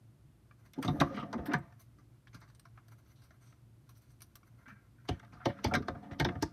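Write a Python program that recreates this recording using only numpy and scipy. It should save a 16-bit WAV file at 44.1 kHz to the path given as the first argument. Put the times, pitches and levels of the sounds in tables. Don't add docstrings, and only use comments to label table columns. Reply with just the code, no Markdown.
import sys
import numpy as np
from scipy import signal
from scipy.fft import rfft, irfft
from scipy.io import wavfile
from scipy.ndimage import uniform_filter1d

SR = 44100
rng = np.random.default_rng(int(sys.argv[2]) if len(sys.argv) > 2 else 0)


def master_out(mix):
    frames = np.transpose(np.atleast_2d(mix))
    ceiling = np.clip(frames, -1, 1)
    pcm = np.round(ceiling * 32767).astype(np.int16)
    wavfile.write(sys.argv[1], SR, pcm)


def elevation(decibels):
    levels = np.asarray(decibels, float)
    return 10 ** (levels / 20)


N = 287532
RING = np.arange(SR // 4) / SR

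# f/Hz, density/dB per Hz
HISS = [(40, -14), (86, -14), (119, -11.5), (134, -8), (155, -19), (351, -25.5), (388, -30.5), (417, -34.5),
        (684, -36), (774, -39), (1400, -41), (1620, -44), (7500, -53), (8900, -51), (13200, -52.5),
        (14600, -59)]
HISS_DB = -71.5
# f/Hz, width/Hz, level/dB
HUM = [(58.6, 6.5, -76.5), (115.8, 11, -63)]
ROOM_T60_S, ROOM_DB = 0.1, -13.5

# f/Hz, level/dB, t60/s
BOARD = [(89.6, -11.5, 0.11), (157, -2, 0.03), (195, 2.5, 0.32), (280, 4, 0.088), (320, -7, 0.17),
         (456, -8.5, 0.22)]
BOOM = [(54.6, -32, 0.13), (90.7, 4.5, 0.16), (147.1, 0, 0.14), (177.6, -5.5, 0.33)]
PANEL = [(237, -4.5, 0.029), (285.7, 1, 0.04), (331.5, -5, 0.19), (470.3, -9.5, 0.13)]
LID = [(562, -9, 0.17), (714.4, -1, 0.063), (892, -4.5, 0.033)]
CASING = [(1030, -8, .04), (1200, -4, 0.049), (1254, -1, 0.0092), (1542, -4.5, 0.011), (1810, -7.5, 0.018),
          (1630, 2, 0.0029)]
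CRACK = [(2184, 0, 0.013), (2920, -12.5, 0.0047), (3380, 4, 0.0025), (3670, -6.5, 0.023), (4237, -2, 0.011),
         (4840, -1.5, 0.0034), (5890, 0.5, 0.0031), (6640, -17.5, 0.005)]
AIR = [(8670, 0, 0.0033), (11900, 4, 0.0008), (12400, -1, 0.00087), (13900, -17.5, 0.0068)]
STRIP = [(700.4, -4.5, 0.093), (1068, -3, 0.02), (1200, -5, 0.044), (1397, 3.5, 0.0074),
         (1690, -5.5, 0.021), (1890, -9, 0.01), (2230, -5, 0.0078)]
FILM = [(3000, -8.5, 0.0034), (4370, 1, 0.0025), (5000, -11.5, 0.0068), (5980, 3, 0.0059),
        (5650, -12, 0.0048)]
FLAP = [(1380, -0.5, 0.053), (1585, 0, 0.021), (1904, -5, .02), (2350, -8.5, 0.023), (2520, -19.5, 0.012)]
GRIT = [(1870, 7, 0.012), (2280, 3.5, .01), (2940, 0, 0.012), (3240, 1.5, 0.0089), (3860, -6, 0.0054),
        (4974, -11, 0.0046), (5500, -15, .006)]
PLATES = [(558, -1, 0.17), (700, 1.5, 0.13), (1230, -3, .1), (1800, -15, .07), (1980, -17.5, .06)]
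PLATES_DB = -14.5

# t/s, strip peak/dB, air/dB, rattle/ms
TICKS = [(0.5107, -50, -110, 3.7), (0.6589, -60.5, -65, 13), (1.724, -56, -82, 4), (1.9844, -58, -77.5, 17),
         (2.2712, -49.5, -82, 1.7), (2.3436, -47.5, -57.5, 12), (2.4174, -53, -84, 28),
         (2.4994, -57.5, -74, 6.5), (2.5481, -63, -56.5, 7), (2.5955, -59, -50, 5.3), (2.653, -47, -74, 11),
         (2.7751, -51.5, -100, 17), (2.8823, -58, -59, 7.8), (3.025, -70, -90, 5.9),
         (3.2186, -62, -65, 7.4), (3.3064, -53, -73, 7), (3.5244, -57, -93, 3.1),
         (3.8914, -56.5, -55.5, 15.5), (3.9694, -71, -62, 20), (4.1036, -66, -66.5, 11),
         (4.2055, -58, -55, 8.6), (4.2184, -53, -41.5, 8.6), (4.3545, -52.5, -44, 6.6),
         (4.4298, -55.5, -83, 6.8), (4.6798, -57, -65.5, 26)]
# t/s, strip peak/dB, air/dB, rattle/ms
FLEXES = [(1.791, -71, -54.5, 16), (2.3247, -54, -76, 22), (2.4014, -59, -85, 24), (2.4744, -66, -73, 14),
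          (3.0538, -69, -80, 21), (3.1518, -75, -79, 35), (3.225, -72, -66.5, 18), (3.404, -69.5, -67, 48),
          (3.451, -66.5, -69, 44), (3.9436, -72.5, -70, 22), (4.0044, -70, -77, 32)]
FILM_SHARE, TICK_FILM_DB, FLEX_FILM_DB = 0.49, -5, -1
# t/s, effort/dB, crispness/dB
RUSTLE = [
    [(0.45, -85, -16), (0.608, -68, -6), (0.73, -90, -24)],
    [(0.82, -70.5, 15.5), (1.32, -84, 4.5)],
    [(1.74, -63, -13), (2.1, -81, -14), (2.48, -72.5, -19.5), (2.62, -79, -16), (2.88, -67, -12.5),
     (3.1, -70.5, -6.5), (3.35, -63.5, -13.5), (3.7, -81.5, -12), (4.13, -83.5, 2.5), (4.44, -73.5, -10),
     (4.58, -65, -13), (5.08, -67.5, -17)],
]
RUSTLE_AIR_DB = -0.5
# t/s, peak/dB, rise/ms, rattle/ms
CRINKLES = [(0.755, -61, 1.7, 6), (0.822, -37, 2.3, 6.8), (4.607, -66, 3, 9), (4.655, -45.5, 3, 14),
            (4.678, -44.5, 2, 16), (4.698, -46, 1.5, 9.2), (4.72, -53, 4, 9.6), (4.75, -57.5, 6.9, 31),
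            (4.825, -68, 3.1, 9.8), (4.98, -58.5, 2.9, 23), (5.32, -55, 4.1, 13), (5.40, -66, 2.5, 7.9),
            (5.425, -59, 4, 12), (5.563, -54, 3.6, 11), (5.595, -66, 4, 6)]
# t/s, peak/dB, rise/ms, rattle/ms
WISPS = [(1.158, -62, 1.4, 6), (1.19, -67, 4, 13), (1.58, -63, 2.5, 8.3), (1.8136, -62, 1.1, 6.5),
         (2.4007, -64, 2.2, 8), (2.6512, -71, 1, 3.8), (2.9335, -71, 1, 6), (3.07, -71.5, 8.7, 25),
         (3.12, -72, 8.5, 18), (3.2368, -66, 1.8, 15), (3.43, -73, 9.7, 30), (3.9777, -61.5, 1.12, 5.3),
         (4.0141, -66, 3, 18), (4.0964, -73.5, 2.1, 8.7), (4.1153, -65.5, 1.1, 7), (4.262, -69.5, 2, 6),
         (5.475, -64.5, 5.3, 13), (5.68, -59, .8, 7)]

# t/s, pressure/dB, bite/dB
DRAGS = [
    [(0.76, -47.5, -14), (0.83, -59, -1), (0.944, -44, -13), (1.03, -41.5, -7.5), (1.144, -37, -13),
     (1.284, -44.5, -19.5), (1.464, -38, -21), (1.56, -58, -7), (1.74, -63, -7.5)],
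    [(5.1, -73, -4), (5.17, -53, -9), (5.3, -65.5, -4), (5.445, -58, -3), (5.49, -55, -6),
     (5.632, -47, -12)],
    [(5.665, -35, -20), (5.819, -48, -14), (5.941, -42.5, -19), (6.049, -48, -18), (6.22, -41, -31),
     (6.29, -40, -8.5), (6.36, -44.5, -15), (6.44, -59.5, -0.5), (6.52, -51, -14)],
]
DRAG_LID_DB, DRAG_CRACK_DB = -16, -13
# t/s, peak/dB, rise/ms, rattle/ms
SCRAPES = [(0.89, -55, 5, 8.8), (1.03, -52, 5.7, 16), (1.121, -59, 4, 10), (1.14, -45, 4.5, 11),
           (1.158, -40.5, 6, 25), (1.195, -52, 6, 14), (1.232, -52, 1.8, 5.4), (1.505, -47, 8.6, 12),
           (1.56, -55.5, 5, 8.8), (5.11, -47, 2.9, 20), (5.475, -42.5, 8, 16), (5.58, -65, 5, 10),
           (5.66, -44, 4.1, 9.6), (6.028, -59, 5, 18), (6.108, -49, 7, 13), (6.35, -63, 2.2, 5.4)]
# landing t/s, level/dB
GRAZES = [
    (5.089, -37),
    (5.46, -36),
    (5.644, -39),
    (5.881, -52),
    (6.197, -40),
    (6.424, -41),
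]

# t/s, peak/dB, f/Hz, rattle/ms
CLIPS = [
    (0.8772, -32, 3435, 3),
    (1.0001, -25.5, 3840, 3),
    (1.1948, -46, 3000, 11),
    (5.0868, -34, 2970, 5.3),
    (5.641, -39, 3340, 9.2),
    (6.2462, -30.5, 3710, 2.8),
    (6.2851, -46, 3380, 3.6),
]
# t/s, peak/dB, f/Hz, rattle/ms
KEYS = [(0.8464, -30, 1200, 1.6), (1.0151, -16.5, 1115, 2.3), (1.065, -41.5, 1130, 12),
        (1.1709, -34.5, 1150, 7.8), (1.226, -35.5, 1090, 3.6), (1.5391, -48, 1590, 4.8),
        (2.7738, -48.5, 1360, 3.4), (5.3658, -51, 1290, 24), (5.4026, -44.5, 1340, 21),
        (5.8819, -48, 1200, 14), (6.1984, -27.5, 1600, 8.5)]
# t/s, peak/dB, f/Hz,
# rattle/ms
PINS = [(1.3275, -79, 8700, 3), (1.456, -49.5, 12400, 12), (1.46, -55, 9200, 8), (2.272, -59.5, 3430, 7.5),
        (2.343, -53.5, 4540, 12), (2.41, -62, 4630, 20), (3.155, -69.5, 4150, 61), (3.22, -67, 4140, 23),
        (5.3304, -63, 4800, 19), (6.1144, -63, 5850, 10), (6.4225, -30.5, 5270, 6.3),
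        (6.4457, -53.5, 5060, 31)]
# t/s, peak/dB, f/Hz, rattle/ms
CHATTER = [(0.93, -36, 291, 19), (0.955, -42, 700, 14), (1.003, -20, 281, 2.8), (1.07, -41, 1230, 15),
           (1.1, -37.5, 543, 13), (1.185, -36, 1230, 15), (1.24, -44, 689, 18), (1.41, -46, 700, 29),
           (1.484, -30, 293, 6.7), (1.502, -23, 296, 9), (1.519, -44, 2330, 3.1), (1.96, -56.5, 294, 44),
           (4.535, -59.5, 280, 7.4), (4.665, -50, 263, 15), (4.712, -49, 204, 8.9), (5.222, -61, 707, 9),
           (5.46, -31, 562, 14), (5.887, -33, 562, 9.1), (6.255, -35, 352, 5.2), (6.425, -24, 327, 7)]
# t/s, peak/dB, f/Hz, t60/s
SOLID = [(0.778, -32, 284, .08), (0.789, -28.5, 280, 0.043), (0.847, -31, 274, 0.11),
         (0.879, -33, 154, .16), (0.885, -39, 102, .16), (0.889, -30.5, 266, 0.19),
         (1.01, -22.5, 148.3, .16), (1.35, -31, 238, 0.098), (1.39, -35.5, 88, 0.18),
         (1.535, -26, 288, 0.085), (1.55, -28, 151, 0.11), (5.09, -32.5, 339, 0.046),
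         (5.105, -30, 97.6, 0.16), (5.458, -24, 728, 0.065), (5.459, -24, 336, 0.1),
         (5.465, -29, 120, 0.13), (5.646, -24, 322, 0.059), (5.649, -29, 840, 0.035),
         (5.655, -24.5, 89, 0.23), (5.758, -31.5, 129, 0.19), (5.769, -23.5, 262, 0.023),
         (6.197, -31, 339, 0.14), (6.202, -31.5, 144, 0.085), (6.221, -30.5, 126, 0.36),
         (6.253, -32.5, 349.5, 0.16), (6.43, -32, 96, 0.086), (5.462, -31.5, 560, 0.15),
         (5.884, -35, 340, 0.057), (5.887, -38, 562, 0.11), (6.425, -24.5, 310, 0.034),
         (1.483, -29.5, 286, .18),
         (1.013, -27, 715, 0.046), (1.539, -27.5, 985, 0.023), (1.539, -25.5, 1507, 0.018),
         (3.307, -64.5, 655, 0.055), (5.087, -42, 3135, 0.044), (5.456, -36, 2180, 0.037),
         (5.458, -35.5, 3110, .025), (5.643, -32, 6000, .015), (5.644, -41, 3260, .025),
         (5.712, -35.5, 1365, .04), (5.738, -32, 1400, 0.059), (5.737, -29, 2263, 0.026),
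         (5.751, -27.5, 1577, 0.038), (6.202, -28, 2155, .025), (6.246, -35, 3310, 0.028)]
SOLID_RISE_S = 0.0016

# t/s, strength/dB, push/ms
TAPS = [(0.777, -32.5, 16), (0.92, -33.5, 23), (1.016, -28, 2.7), (1.17, -38, 8.4), (1.226, -34, 4),
        (1.332, -40, 6.7), (1.351, -38.5, 9.8), (1.416, -37, 11), (5.458, -27, 2.5), (5.799, -34, 5.5),
        (6.29, -38.5, 5.3)]
# t/s, strength/dB, push/ms
THUMPS = [(0.846, -32, 16), (0.88, -27.5, 7), (1.005, -31, 10), (1.39, -35, 3.4), (1.536, -33, 4),
          (2.343, -50, 3.5), (5.089, -30.5, 3.9), (5.489, -36, 2.8), (5.644, -31, 9.8), (5.714, -32, 22),
          (5.76, -31.5, 9.5), (6.201, -28, 5.1), (6.247, -30, 13), (6.426, -35, 3.5)]
# t/s, strength/dB, push/ms
THUDS = [
    (0.982, -41.5, 1.7),
    (1.057, -51, 15),
    (1.564, -41.5, 7.5),
    (5.111, -40.5, 7.4),
    (5.322, -55.5, 25),
    (5.885, -44.5, 12),
    (5.953, -50, 4.2),
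    (6.113, -41.5, 1),
    (6.224, -41.5, 9.2),
    (6.347, -39, 14),
]
TAP_BOOM_DB, THUMP_BOOM_DB, THUD_BOOM_DB = -12, -1.5, 6

# t/s, crack peak/dB, lid/dB, casing/dB, rattle/ms
SCUFFS = [(0.7806, -54.5, -43, -60, 7.5), (1.1937, -58, -52, -62, 45), (1.3944, -65, -52, -70, 18),
          (1.4824, -70, -37, -38.5, 58), (1.5115, -57, -41, -31, 10), (1.6204, -70.5, -77.5, -66.5, 41),
          (5.1244, -57.5, -58.5, -53, 26.3), (5.2275, -66, -52.5, -51, 4.4), (5.3457, -73, -60, -60, 9.9),
          (5.385, -86, -53.5, -53.5, 110), (5.4944, -60, -45, -42, 5.5), (5.5843, -67, -61, -43, 4.3),
          (5.82, -50.5, -74, -44.5, 6.8), (6.022, -62, -46.5, -54, 40), (6.1085, -57, -49, -44.5, 5.3),
          (6.1304, -53, -65, -44.5, 2.2), (6.352, -58, -41.5, -42, 3.2)]
BUMPS = [
    (0.878, -34.5, -29, -29, 9.6),
    (1.2274, -55, -56, -42, 3.3),
    (1.3271, -36, -34.5, -29.5, 7.1),
    (5.0878, -29, -29.5, -34.5, 6.1),
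    (5.455, -25, -23, -29.5, 5),
    (5.7372, -23, -26, -24, 8.3),
    (5.8818, -33, -31, -25.5, 4.2),
    (6.2456, -25, -27, -26, 6.5),
]
KNOCKS = [(0.8463, -35, -40, -44, 14), (1.0001, -25.5, -56, -24, 9.3), (1.0104, -23, -24.5, -28, 2.7),
          (1.1721, -53, -41, -62, 20), (1.3764, -54, -44, -44.5, 16), (1.456, -41, -44, -39.5, 19),
          (1.5339, -28, -42, -21.5, 6.4), (5.195, -49, -65, -46, 3.1), (5.246, -57, -79, -52, 4.1),
          (5.3235, -59.5, -60, -49.5, 14), (5.6417, -21.5, -29.5, -37, 12.2), (5.7498, -20.5, -36, -26, 8),
          (6.1976, -20, -29.5, -29, 7.8), (6.2862, -54, -37, -31.5, 2.2)]
SNAPS = [
    (0.7334, -44.5, -74, -57.5, 7),
    (0.8255, -32.5, -61, -34, 8.9),
    (1.0161, -39, -32.5, -32.5, 2.5),
    (1.5375, -43, -33.5, -32, 3.7),
    (5.7123, -56, -28.5, -37.5, 10),
    (5.9482, -67, -45, -45, 5.7),
    (6.4238, -30.5, -28, -30, 4.2),
]
SNAP_AIR_DB, KNOCK_AIR_DB, BUMP_AIR_DB, SCUFF_AIR_DB = -12, -23, -29, -23

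CONTACT_REACH, CONTACT_FLOOR = 2.26, 0.58
TAIL_DB, TAIL_STRETCH = -27.5, 2.5
DIP_HZ, DIP_WIDTH_HZ, DIP_SHARE, SOFT_TOP_HZ = 7140, 770, 0.73, 15000


def unit(x):
    return x / np.sqrt(np.mean(x ** 2))


def add(track, x, s):
    i = int(s * SR)
    track[i:i + len(x)] += x[:N - i]


def in_order(*kinds):
    return sorted((*row, setting) for rows, setting in kinds for row in rows)


def decay(t60):
    return np.exp(-np.log(1000) * RING / t60)


def grains(size, spread_db):
    return unit(rng.standard_normal(size) * elevation(spread_db * rng.exponential(size=size)))


def body(modes, scatter_db, detune):
    hz, db, t60 = np.transpose(modes)[:, :, None]
    pitch_luck, level_luck, side = rng.standard_normal((3, len(modes), 1))
    pitch = hz * (1 + detune * np.clip(hz / 1000, 2, 4) * pitch_luck)
    wave = np.sin(2 * np.pi * pitch * RING) * np.sign(side)
    level = elevation(db + scatter_db * level_luck) / np.sqrt(t60)
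    return (level * decay(np.maximum(t60, 1e-3)) * wave).sum(axis=0)


def strike(modes, length_s, rise_s, db):
    spot = body(modes, scatter_db=2, detune=.006)
    rise = (1 - np.exp(-RING / rise_s)) ** 2
    shiver = elevation(TAIL_DB) * np.exp(-RING / length_s / TAIL_STRETCH)
    rattle = rise * (np.exp(-RING / length_s) + shiver) * grains(len(RING), spread_db=2.5)
    sound = signal.fftconvolve(rattle, spot)[:len(RING)]
    reach_hz = min(CONTACT_REACH * max(modes)[0], .45 * SR)
    floor_hz = CONTACT_FLOOR * min(modes)[0]
    sound = signal.sosfilt(signal.butter(2, reach_hz, fs=SR, output="sos"), sound)
    sound = signal.sosfilt(signal.butter(2, floor_hz, "high", fs=SR, output="sos"), sound)
    return elevation(db) * sound / np.sqrt(uniform_filter1d(sound ** 2, size=400).max())


def seconds(ms):
    return max(ms, 1) / 1000


def walk(rate):
    k = int(SR / rate)
    held = np.repeat(rng.standard_normal(N // k + 1), k)
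    return uniform_filter1d(held, k)[:N]


def rub(tables, bodies, trim_db, catch_db, patchy_db, spread_db):
    out, t = np.zeros(N), np.arange(N) / SR
    catch = elevation(catch_db * walk(45))
    for k, modes in enumerate(bodies):
        gain = np.zeros(N)
        for rows in tables:
            columns = np.transpose(rows)
            gain += elevation(np.interp(t, columns[0], columns[k + 1], -150, -150))
        friction = catch * elevation(patchy_db * walk(14)) * grains(N, spread_db)
        ringing = signal.fftconvolve(friction, body(modes, scatter_db=0, detune=0))[:N]
        out += elevation(trim_db) * uniform_filter1d(gain, size=500) * unit(ringing)
    return out


def flurries(rows, modes):
    out = np.zeros(N)
    for s, db, rise_ms, ms in rows:
        add(out, strike(modes, seconds(ms), max(rise_ms, .2) / 1000, db - 9.5), s)
    return out


def room_tone():
    hz = np.fft.rfftfreq(N, 1 / SR) + 1
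    knot_hz, knot_db = np.transpose(HISS)
    colour = elevation(np.interp(np.log(hz), np.log(knot_hz), knot_db, right=-120))
    above_hum = np.sum(colour[hz > 200] ** 2) / np.sum(colour ** 2)
    hiss = unit(irfft(rfft(rng.standard_normal(N)) * colour, N))
    out = elevation(HISS_DB) * hiss / np.sqrt(above_hum)
    for centre_hz, width_hz, db in HUM:
        spread = 1 + ((hz - centre_hz) / width_hz * 2) ** 2
        out += elevation(db) * unit(irfft(rfft(rng.standard_normal(N)) / spread, N))
    return out


def room_tail(near):
    tail = rng.standard_normal(len(RING)) * decay(ROOM_T60_S) * (RING > .004)
    tail = signal.lfilter([1], [1, -.5], tail)
    wet = signal.fftconvolve(near, tail / np.sqrt(np.sum(tail ** 2)))[:N]
    return elevation(ROOM_DB) * wet


def rustle():
    levels = [[(s, db, db + crisp, db + crisp + RUSTLE_AIR_DB) for s, db, crisp in rows] for rows in RUSTLE]
    return rub(levels, [STRIP, FILM, AIR], trim_db=-7.0, catch_db=8.5, patchy_db=-2.0, spread_db=2.5)


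def ticks(rows, rise_s, trim_db):
    out = np.zeros(N)
    for s, strip_db, air_db, ms in rows:
        length = seconds(ms)
        film_db = strip_db + FILM_SHARE * (air_db - strip_db) + trim_db
        hit = strike(STRIP, length, rise_s, strip_db - 8.0)
        hit += strike(FILM, 0.95 * length, rise_s, film_db - 4.0)
        hit += strike(AIR, 0.95 * length, rise_s, air_db - 11.0)
        add(out, hit, s)
    return out


def loose(rows, t60):
    out = np.zeros(N)
    for s, db, hz, ms in rows:
        add(out, strike([(hz, 0, t60)], seconds(ms), 0.0021, db - 8.0), s)
    return out


def plates():
    levels = [[(s, db + PLATES_DB) for s, db, bite in rows] for rows in DRAGS]
    return rub(levels, [PLATES], trim_db=0.0, catch_db=4.0, patchy_db=2.5, spread_db=2)


def grazes(swell_s, low_db):
    out, grow = np.zeros(N), np.exp(-RING[::-1] / swell_s)
    for s, db in GRAZES:
        push = grow * grains(len(RING), spread_db=-6.5)
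        scrape = 0
        for modes, level_db in ((CRACK, 0), (LID + CASING, low_db)):
            part = signal.fftconvolve(push, body(modes, scatter_db=0, detune=0))[:len(RING) + 200]
            scrape = scrape + elevation(level_db) * part / np.abs(part).max()
        add(out, elevation(db) * scrape, s - len(RING) / SR)
    return out


def drags():
    levels = [[(s, db, db + DRAG_LID_DB, db + bite, db + bite + DRAG_CRACK_DB) for s, db, bite in rows]
              for rows in DRAGS]
    return rub(levels, [BOARD, LID, CASING, CRACK], trim_db=-7.0, catch_db=-1.5, patchy_db=1.5, spread_db=2.5)


def solid():
    out = np.zeros(N)
    for s, db, hz, t60 in SOLID:
        fade = (1 - np.exp(-RING / min(SOLID_RISE_S, 2 / hz))) * decay(t60)
        add(out, elevation(db) * fade / fade.max() * np.sin(2 * np.pi * hz * RING), s)
    return out


def thumps():
    out = np.zeros(N)
    for s, db, ms, boom_db in in_order((TAPS, TAP_BOOM_DB), (THUMPS, THUMP_BOOM_DB), (THUDS, THUD_BOOM_DB)):
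        hit = strike(PANEL, seconds(ms), 0.0042, db - 4)
        hit += strike(BOOM, seconds(ms), 0.011, db + boom_db - 2.5)
        add(out, hit, s)
    return out


def blows(kinds, rise_s):
    out = np.zeros(N)
    for s, crack_db, lid_db, casing_db, ms, air_db in in_order(*kinds):
        length = seconds(ms)
        hit = strike(LID, length, rise_s + 0.0018, lid_db - 6.0)
        hit += strike(CASING, length, rise_s + 0.0038, casing_db - 9.5)
        hit += strike(CRACK, 1.01 * length, rise_s, crack_db - 14.5)
        hit += strike(AIR, 0.36 * length, rise_s, crack_db + air_db - 5.5)
        add(out, hit, s)
    return out


def knocks():
    sharp = blows([(SNAPS, SNAP_AIR_DB), (KNOCKS, KNOCK_AIR_DB), (BUMPS, BUMP_AIR_DB)], rise_s=0.00067)
    return sharp + blows([(SCUFFS, SCUFF_AIR_DB)], rise_s=0.0028)


def shaded(near):
    dip = signal.lfilter(*signal.iirpeak(DIP_HZ, DIP_HZ / DIP_WIDTH_HZ, fs=SR), near)
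    return signal.sosfilt(signal.butter(6, SOFT_TOP_HZ, fs=SR, output="sos"), near - DIP_SHARE * dip)


def scene():
    near = knocks() + loose(CLIPS, t60=0.017) + loose(KEYS, t60=0.016)
    near += ticks(TICKS, rise_s=0.00008, trim_db=TICK_FILM_DB)
    near += ticks(FLEXES, rise_s=0.01, trim_db=FLEX_FILM_DB)
    near += thumps() + solid() + drags() + rustle()
    near += flurries(CRINKLES, FLAP) + flurries(SCRAPES, GRIT) + flurries(WISPS, AIR)
    near += loose(CHATTER, t60=0.15)
    near = shaded(near)
    mix = near + room_tail(near) + room_tone()
    mix += grazes(swell_s=0.0038, low_db=-2.0) + loose(PINS, t60=0.0024) + plates()
    return mix[None]


def band_limit(x):
    return signal.sosfilt(signal.butter(12, 16470, fs=SR, output="sos"), x)


def record(dry):
    x = signal.sosfilt(signal.butter(6, 50, "high", fs=SR, output="sos"), dry)
    x = signal.sosfilt(signal.ellip(6, .2, 60, 15500, fs=SR, output="sos"), x)
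    x = .3 * np.tanh(x / .3)
    return band_limit(x)


dry = scene()
out = record(dry)
master_out(out)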